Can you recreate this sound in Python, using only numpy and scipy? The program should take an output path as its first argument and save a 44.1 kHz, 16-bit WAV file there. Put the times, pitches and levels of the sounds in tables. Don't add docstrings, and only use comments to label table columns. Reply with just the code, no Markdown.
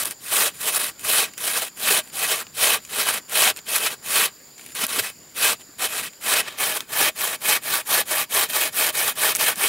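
import sys
import numpy as np
from scipy import signal
from scipy.io import wavfile
from scipy.ndimage import uniform_filter1d

SR = 44100
rng = np.random.default_rng(int(sys.argv[2]) if len(sys.argv) > 2 else 0)


def ratio(d):
    e = np.asarray(d, float) / 20
    return 10 ** e


def dump_mix(stems):
    frames = np.atleast_2d(stems).T
    limited = np.clip(frames, -1, 1)
    pcm = np.round(limited * 32767).astype(np.int16)
    wavfile.write(sys.argv[1], SR, pcm)


N = 426888
CHANGE_S = 6.45


def read(points, hz):
    f, value = np.transpose(points)
    return np.interp(np.log(hz + 1), np.log(f + 1), value)


def evened(x):
    return x / np.sqrt(np.mean(x ** 2) + 1e-20)


def wander(per_s):
    b, a = signal.butter(2, per_s / SR * 2)
    return evened(signal.lfilter(b, a, rng.standard_normal(N)))


def colour(x, spectrum):
    hz = abs(np.fft.fftfreq(8192, 1 / SR))
    log_gain = np.log(ratio(np.maximum(read(spectrum, hz), -100)))
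    phase = -signal.hilbert(log_gain).imag
    taps = np.fft.ifft(np.exp(log_gain + 1j * phase)).real[:2048]
    return signal.oaconvolve(x, taps)[:N]


def resonate(x, hz, width):
    b, a = signal.iirpeak(hz, hz / width, SR)
    return signal.lfilter(b, a, x)


def leaves():
    # f/Hz, density/dB per Hz
    leaf_spectrum = [(30, -20), (130, 0.5), (440, -2), (600, -6.5), (2000, -8), (6000, -14.5),
                     (10500, -12.5), (15500, -9.5)]
    # f/Hz, correlation [-1..1]
    likeness = [(30, 1), (250, 0.86), (1000, 0.99), (16000, 1)]
    frames, hz = N // 256 + 5, np.fft.rfftfreq(1024, 1 / SR)
    a, b, c, d, patches = rng.standard_normal((frames, 513, 5)).T
    patches = uniform_filter1d(patches, 12, 0)
    patches = evened(uniform_filter1d(patches, 14, 1))
    same = np.clip(read(likeness, hz), -1, 1)[:, None]
    left = a + 1j * b
    right = same * left + np.sqrt(1 - same ** 2) * (c + 1j * d)
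    z = np.array([left, right]) * ratio(read(leaf_spectrum, hz)[:, None] + 2.2 * patches)
    hiss = signal.istft(z, nperseg=1024, noverlap=768)[1][:, :N]
    return ratio(-49.5) * evened(hiss)


def insects():
    # f/Hz, width/Hz, level/dB, pulses/per s, throbs/per s
    choirs = [
        (6980, 240, -54, 270, 6.6),
        (7180, 200, -54.5, 330, 7.5),
        (7600, 290, -66, 280, 12),
        (4800, 570, -57, 280, 32),
    ]
    t, out = np.arange(N) / SR, 0
    for hz, width, db, pulses, throbs in choirs:
        pulse_turns = np.cumsum(pulses * (1 + 0.077 * wander(8.8))) / SR
        throb_turns = np.cumsum(throbs * (1 + 0.178 * wander(1.75))) / SR
        pulse_db = 1.3 * np.cos(2 * np.pi * pulse_turns)
        throb_db = 2.2 * np.cos(2 * np.pi * throb_turns) + wander(40)
        noises = rng.standard_normal((2, N))
        middle, side = [evened(resonate(resonate(v, hz, width), hz, width * 2.0)) for v in noises]
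        out = out + ratio(db + pulse_db + throb_db) * (middle + 0.18 * np.outer([1, -1], side))
    return out * ratio(-4 * np.clip((t - CHANGE_S) / .05, 0, 1))


def clearing(x):
    t = np.arange(4000) / SR
    tail = rng.standard_normal((2, len(t))) * ratio(-60 * t / 0.08) * (t > .001)
    tail = signal.lfilter([1], [1, -.3], tail)
    return signal.oaconvolve(x[None], tail / np.linalg.norm(tail[0]), axes=1)[:, :N]


def bumps():
    # t/s, peak/dB, f/Hz
    nudges = [
        (1.629, -44, 330),
        (4.834, -29.5, 224),
        (4.98, -27, 296),
        (5.0, -39, 115),
        (5.69, -41, 300),
        (6.018, -37, 224),
        (6.919, -44, 130),
        (9.571, -36, 200),
    ]
    out = np.zeros(N + SR)
    for s, db, hz in nudges:
        turns = np.arange(round(6 * SR / hz)) * hz / SR
        swell = turns * np.exp(1 - 1.18 * turns)
        out[round(s * SR):][:len(turns)] += ratio(db) * np.sin(2 * np.pi * turns) * swell
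    return out[:N]


def shudder():
    # f/Hz, density/dB per Hz
    shake_spectrum = [(30, -20), (60, -10.5), (130, -1.5), (250, 0.5), (400, -5.5), (1000, -50)]
    shake = evened(colour(rng.standard_normal(N), shake_spectrum))
    bite_db = contact()[0]
    return shake * ratio(-42.5 + 0.34 * bite_db + 1.8 * wander(9))


def ticks():
    # t/s, peak/dB, ring f/Hz
    turning = [(0.0558, -3, 9800), (0.1102, -7, 9320), (0.9945, -17, 10200), (1.3365, -22, 7130),
               (1.379, -10, 7350), (1.773, -21, 9980), (2.075, -29, 8500), (2.1, -33, 10000),
               (2.468, -25, 3000), (2.8503, -18, 7070), (2.875, -32, 11000), (2.8943, -28, 3230),
               (3.2964, -16, 9260), (3.6661, -29, 3110), (4.7516, -12, 9710), (4.8673, -6, 11800),
               (5.3667, -17, 9500), (5.7932, -21, 9410), (6.133, -31, 7210), (6.2118, -25, 10300),
               (6.478, -33, 3050), (6.5857, -13, 3960), (6.806, -4.5, 4200), (7.635, -18, 9190),
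               (8.3027, -27, 9170), (8.4906, -15, 9450), (9.558, -12, 9100)]
    # t/s, peak/dB, ring f/Hz
    rattling = [(3.5634, -16, 7050), (3.5718, -12, 9150), (3.5774, -23, 9120), (3.5897, -18, 3300),
                (4.58, -25, 7000), (4.5954, -28, 2400), (4.6117, -24, 8200), (4.6409, -31, 10500),
                (4.652, -37, 10500), (4.663, -19, 10000), (4.675, -38, 10500), (4.6894, -29, 10300),
                (4.697, -34, 10300), (4.7044, -29, 10300), (4.72, -27, 11000), (9.3455, -19, 8000),
                (9.3512, -0.5, 7600), (9.356, -5, 11000), (9.361, -3, 11000), (9.3678, -4, 9420)]
    events = [*turning, *rattling]
    out, t = np.zeros(N + SR), np.arange(900) / SR
    grit = rng.standard_normal((len(events), len(t)))
    grit[:, 0] = 5
    for (s, db, hz), noise in zip(events, grit):
        crack = noise * ratio(-60 * t / 0.004)
        steel = resonate(noise * ratio(-60 * t / 0.008), hz, 2200) * ratio(-3.5)
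        knock = resonate(noise * ratio(-60 * t / 0.044), 2500, 1900) * ratio(-25.5 + (0.3 - 1) * db)
        tick = np.diff(crack, prepend=0) * ratio(-15.0) + steel
        out[round(s * SR):][:len(t)] += ratio(db) * (tick / abs(tick).max() + knock)
    return out[:N]


def stroke(t, start, full, stop, db, stopping, law):
    speed_db, slow_db, fade_db = law
    level = db + speed_db * np.log10(np.clip((t - start) / (full - start), 1e-5, 1))
    level = level + slow_db * np.clip((t - full) / max(stop - full, 1e-3), 0, 1) ** 2
    halt = -32 * np.maximum(t - stop, 0) / stopping
    fade = fade_db * (.5 - np.clip((t - start) / (stop - start), 0, 1))
    return level + halt, level + 1.34 * halt + fade


def contact():
    # start t/s, full speed t/s, stop t/s, bite/dB, stopping time/s
    pushes = [(0.184, 0.414, 0.479, -20.2, 0.049), (0.971, 1.149, 1.233, -19.4, 0.086),
              (1.747, 1.906, 1.992, -18.1, 0.042), (2.526, 2.645, 2.755, -17.6, 0.055),
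              (3.271, 3.396, 3.505, -16.6, 0.032), (4.011, 4.165, 4.261, -18.3, 0.049),
              (5.333, 5.442, 5.531, -17.7, 0.032), (6.194, 6.314, 6.404, -18.1, 0.041),
              (6.868, 7.01, 7.09, -18.0, 0.03), (7.39, 7.499, 7.566, -18.2, 0.04),
              (7.842, 7.934, 8.014, -18.4, 0.033), (8.282, 8.367, 8.445, -18.9, 0.051),
              (8.708, 8.796, 8.9, -20.4, 0.029), (9.144, 9.216, 9.32, -19.3, 0.037),
              (9.537, 9.64, 9.766, -19.6, 0.04)]
    # start t/s, full speed t/s, stop t/s, bite/dB, stopping time/s
    pulls = [(-0.128, -0.058, 0.123, -25.0, 0.03), (0.574, 0.766, 0.9, -23.0, 0.041),
             (1.364, 1.48, 1.682, -25.6, 0.036), (2.115, 2.245, 2.423, -22.5, 0.038),
             (2.883, 3.042, 3.186, -20.1, 0.032), (3.654, 3.738, 3.941, -23.3, 0.032),
             (4.742, 4.847, 4.855, -20.5, 0.026), (4.844, 4.938, 5.104, -26.2, 0.035),
             (5.781, 5.847, 5.874, -19.8, 0.053), (5.855, 5.984, 6.081, -25.5, 0.031),
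             (6.568, 6.614, 6.807, -22.5, 0.059), (7.149, 7.222, 7.359, -24.3, 0.027),
             (7.612, 7.741, 7.807, -21.2, 0.047), (8.049, 8.194, 8.242, -22.3, 0.032),
             (8.478, 8.612, 8.686, -20.5, 0.046), (8.918, 8.986, 9.122, -22.9, 0.036),
             (9.358, 9.481, 9.526, -19.4, 0.05)]
    # start t/s, stop t/s, bite/dB, rasp relative to bite/dB
    drags = [
        (0.54, 0.609, -46, 3),
        (2.035, 2.1, -52, 5),
        (2.82, 2.88, -54, 5),
        (3.564, 3.596, -41, -4),
        (4.582, 4.736, -53.5, 5.5),
        (5.596, 5.621, -47, -1),
        (6.425, 6.582, -35, -10.5),
        (9.35, 9.364, -30, -2),
    ]
    # t/s, rasp relative to bite/dB
    freedom = [(0.0, 4), (1.5, 2.3), (3.0, -0.2), (4.2, 1.5), (5.5, 0.5), (6.4, -0.2), (7.0, -0.6),
               (8.0, 0.5), (9.0, 0.9), (9.7, -0.5)]
    # t/s, change/dB, width/s
    jolts = [(0.351, 3.5, 0.029), (0.61, 8, 0.0054), (0.681, 6.1, 0.015), (1.099, 3.5, 0.0094),
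             (1.382, 7, 0.0042), (1.575, 9.5, 0.011), (1.627, 8.5, 0.0068), (2.32, 5.5, 0.014),
             (3.007, 4.1, 0.0089), (3.091, 4, 0.006), (3.762, 4, 0.014), (3.866, 7.5, 0.011),
             (4.757, 6, 0.0089), (4.868, -4, 0.0034), (4.996, 12, 0.0055), (6.483, 9.5, 0.0075),
             (6.772, 7, 0.007), (7.345, 4, 0.0081), (8.116, 6.5, 0.014), (8.499, 6.5, 0.009),
             (8.563, 2.5, 0.0077), (9.086, 7, 0.017), (9.413, 6.5, 0.02),
             (0.043, -13, 0.0031), (0.095, -9, 0.0098), (0.279, -3.0, 0.027), (0.721, -4.5, 0.012),
             (0.788, -12.5, 0.0044), (1.027, -5, 0.007), (1.524, -3, 0.0059), (2.27, -5.5, 0.015),
             (3.047, -7.5, 0.014), (3.118, -3.7, 0.0064), (3.799, -4.3, 0.013), (3.896, -6, 0.0051),
             (4.875, -13, 0.0035), (5.021, -6, 0.0046), (5.527, -2, 0.005), (6.02, -6.5, 0.01),
             (6.556, -7.3, 0.025), (6.796, -8, 0.013), (8.589, -3.7, 0.0071), (9.207, -3.5, 0.011),
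             (9.471, -2.5, 0.0049)]
    push_law, pull_law = (34, -2.36, 3.9), (20.3, -10, 2.5)
    t = np.arange(0, N / SR + .002, .001)
    free_db = np.interp(t, *np.transpose(freedom))
    power = np.full((2, len(t)), 1e-9)
    for rows, law in ((pushes, push_law), (pulls, pull_law)):
        for row in rows:
            power += ratio(np.array(stroke(t, *row, law)) + np.outer([0, 1], free_db)) ** 2
    for start, stop, db, rasp_db in drags:
        outside_s = np.maximum(np.maximum(start - t, t - stop), 0)
        power += ratio(db - 2000 * outside_s + np.array([[0], [rasp_db]])) ** 2
    jolt_db = 0
    for at, db, width in jolts:
        jolt_db = jolt_db + db * np.exp(-((t - at) / width) ** 2 / 2)
    bite_db, rasp_db = 10 * np.log10(uniform_filter1d(power, size=3)) + jolt_db
    return [np.interp(np.arange(N) / SR, t, v) for v in (bite_db - 1.6, rasp_db - 2.13)]


def snaps(per_s, spread_db):
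    size = ratio(spread_db * np.minimum(rng.exponential(1, N), 5)) * rng.choice([-1., 1.], N)
    return evened(size * (rng.random(N) < per_s / SR))


def ring(x, modes, sway_db):
    t, out = np.arange(0, N / SR, .02), 0
    chances = rng.random((len(modes), 2, 4))
    for (hz, width, db), (rate, phase) in zip(modes, chances):
        turns = np.outer(t, .4 + 7 * rate) + phase
        sway = np.sin(2 * np.pi * turns).sum(1) / np.sqrt(2)
        gain = np.interp(np.arange(N) / SR, t, ratio(db + sway_db * np.minimum(sway, 1)))
        out = out + resonate(x * gain, hz, max(width, 55))
    return out


def patchy(x, db, bins, frames):
    z = signal.stft(x, nperseg=256, noverlap=192)[2]
    field = rng.standard_normal(z.shape)
    field = uniform_filter1d(field, round(bins), 0)
    field = uniform_filter1d(field, round(frames), 1)
    return signal.istft(z * ratio(db * evened(field)), nperseg=256, noverlap=192)[1][:N]


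def saw():
    # f/Hz, density/dB per Hz
    wood_spectrum = [(35, -54), (60, -41), (278, -19.5), (448, -6.5), (547, -13), (1370, -5.5), (2080, -7),
                     (2590, -5), (2800, -7.5), (3090, -4), (7000, -19), (9100, -19), (15400, -120)]
    # f/Hz, density/dB per Hz
    blade_spectrum = [(2940, -30), (5000, -11.5), (6400, -8), (9520, 2), (13600, -3), (15600, -6)]
    # f/Hz, width/Hz, level/dB
    earlier_modes = [(430, 16, -14), (627, 16.7, 1.5), (770, 35, -7), (1142, 37, -5), (1340, 30, -29),
                     (1605, 27, -5), (1920, 68, -4), (2210, 41, -8.5), (2555, 145, -2.5), (3014, 78, -7.5),
                     (3990, 370, -8)]
    # f/Hz, width/Hz, level/dB
    later_modes = [(330, 23, -9.5), (622, 39, 5.5), (817, 106, -2.5), (1151, 35, -1.5), (1530, 38, -13),
                   (1714, 43, 0), (1841, 26, -0.5), (2233, 41, 2), (2505, 44, 0), (3116, 23, -7),
                   (3720, 48, -8), (4040, 160, -8)]
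    # f/Hz, width/Hz, level/dB
    steel_modes = [(8800, 82, -26), (9500, 470, -4.5), (11800, 51, -38), (13900, 650, -7)]
    t = np.arange(N) / SR
    bite_db, rasp_db = contact()
    chatter_db = 1.1 * wander(60) + 0.65 * wander(310)
    tear = snaps(9000, 1.45)
    second = np.clip((t - CHANGE_S) / 0.025, 0, 1)

    wood = colour(tear * ratio(bite_db + chatter_db), wood_spectrum) / np.std(colour(tear, wood_spectrum))
    modes = ring(wood * (1 - second), earlier_modes, 4.0) + ring(wood * second, later_modes, 2.4)
    wood = wood + ratio(2.0) * modes

    blade = tear + ratio(-12) * snaps(240, 1.2)
    blade = colour(blade * ratio(rasp_db + chatter_db), blade_spectrum) / np.std(colour(tear, blade_spectrum))
    blade = blade + ratio(-5) * resonate(blade * second, 13800, 2700)
    blade = blade + ratio(-6.5) * ring(blade, steel_modes, 2.2)
    return patchy(ratio(-3.0) * wood + ratio(-0.63) * blade, 1.58, 6, 14.8)


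def scene():
    tool = saw() + ticks() + bumps() + shudder()
    return tool + ratio(-25.5) * clearing(tool) + leaves() + insects()


def top_cut(x):
    return signal.sosfilt(signal.butter(12, 16880, fs=SR, output="sos"), x)


def record(dry):
    edge = signal.firwin(601, 15780, window=("kaiser", 9), fs=SR)
    mix = signal.oaconvolve(dry, edge[None], "same", axes=1)
    return top_cut(mix)


dry = scene()
out = record(dry)
dump_mix(out)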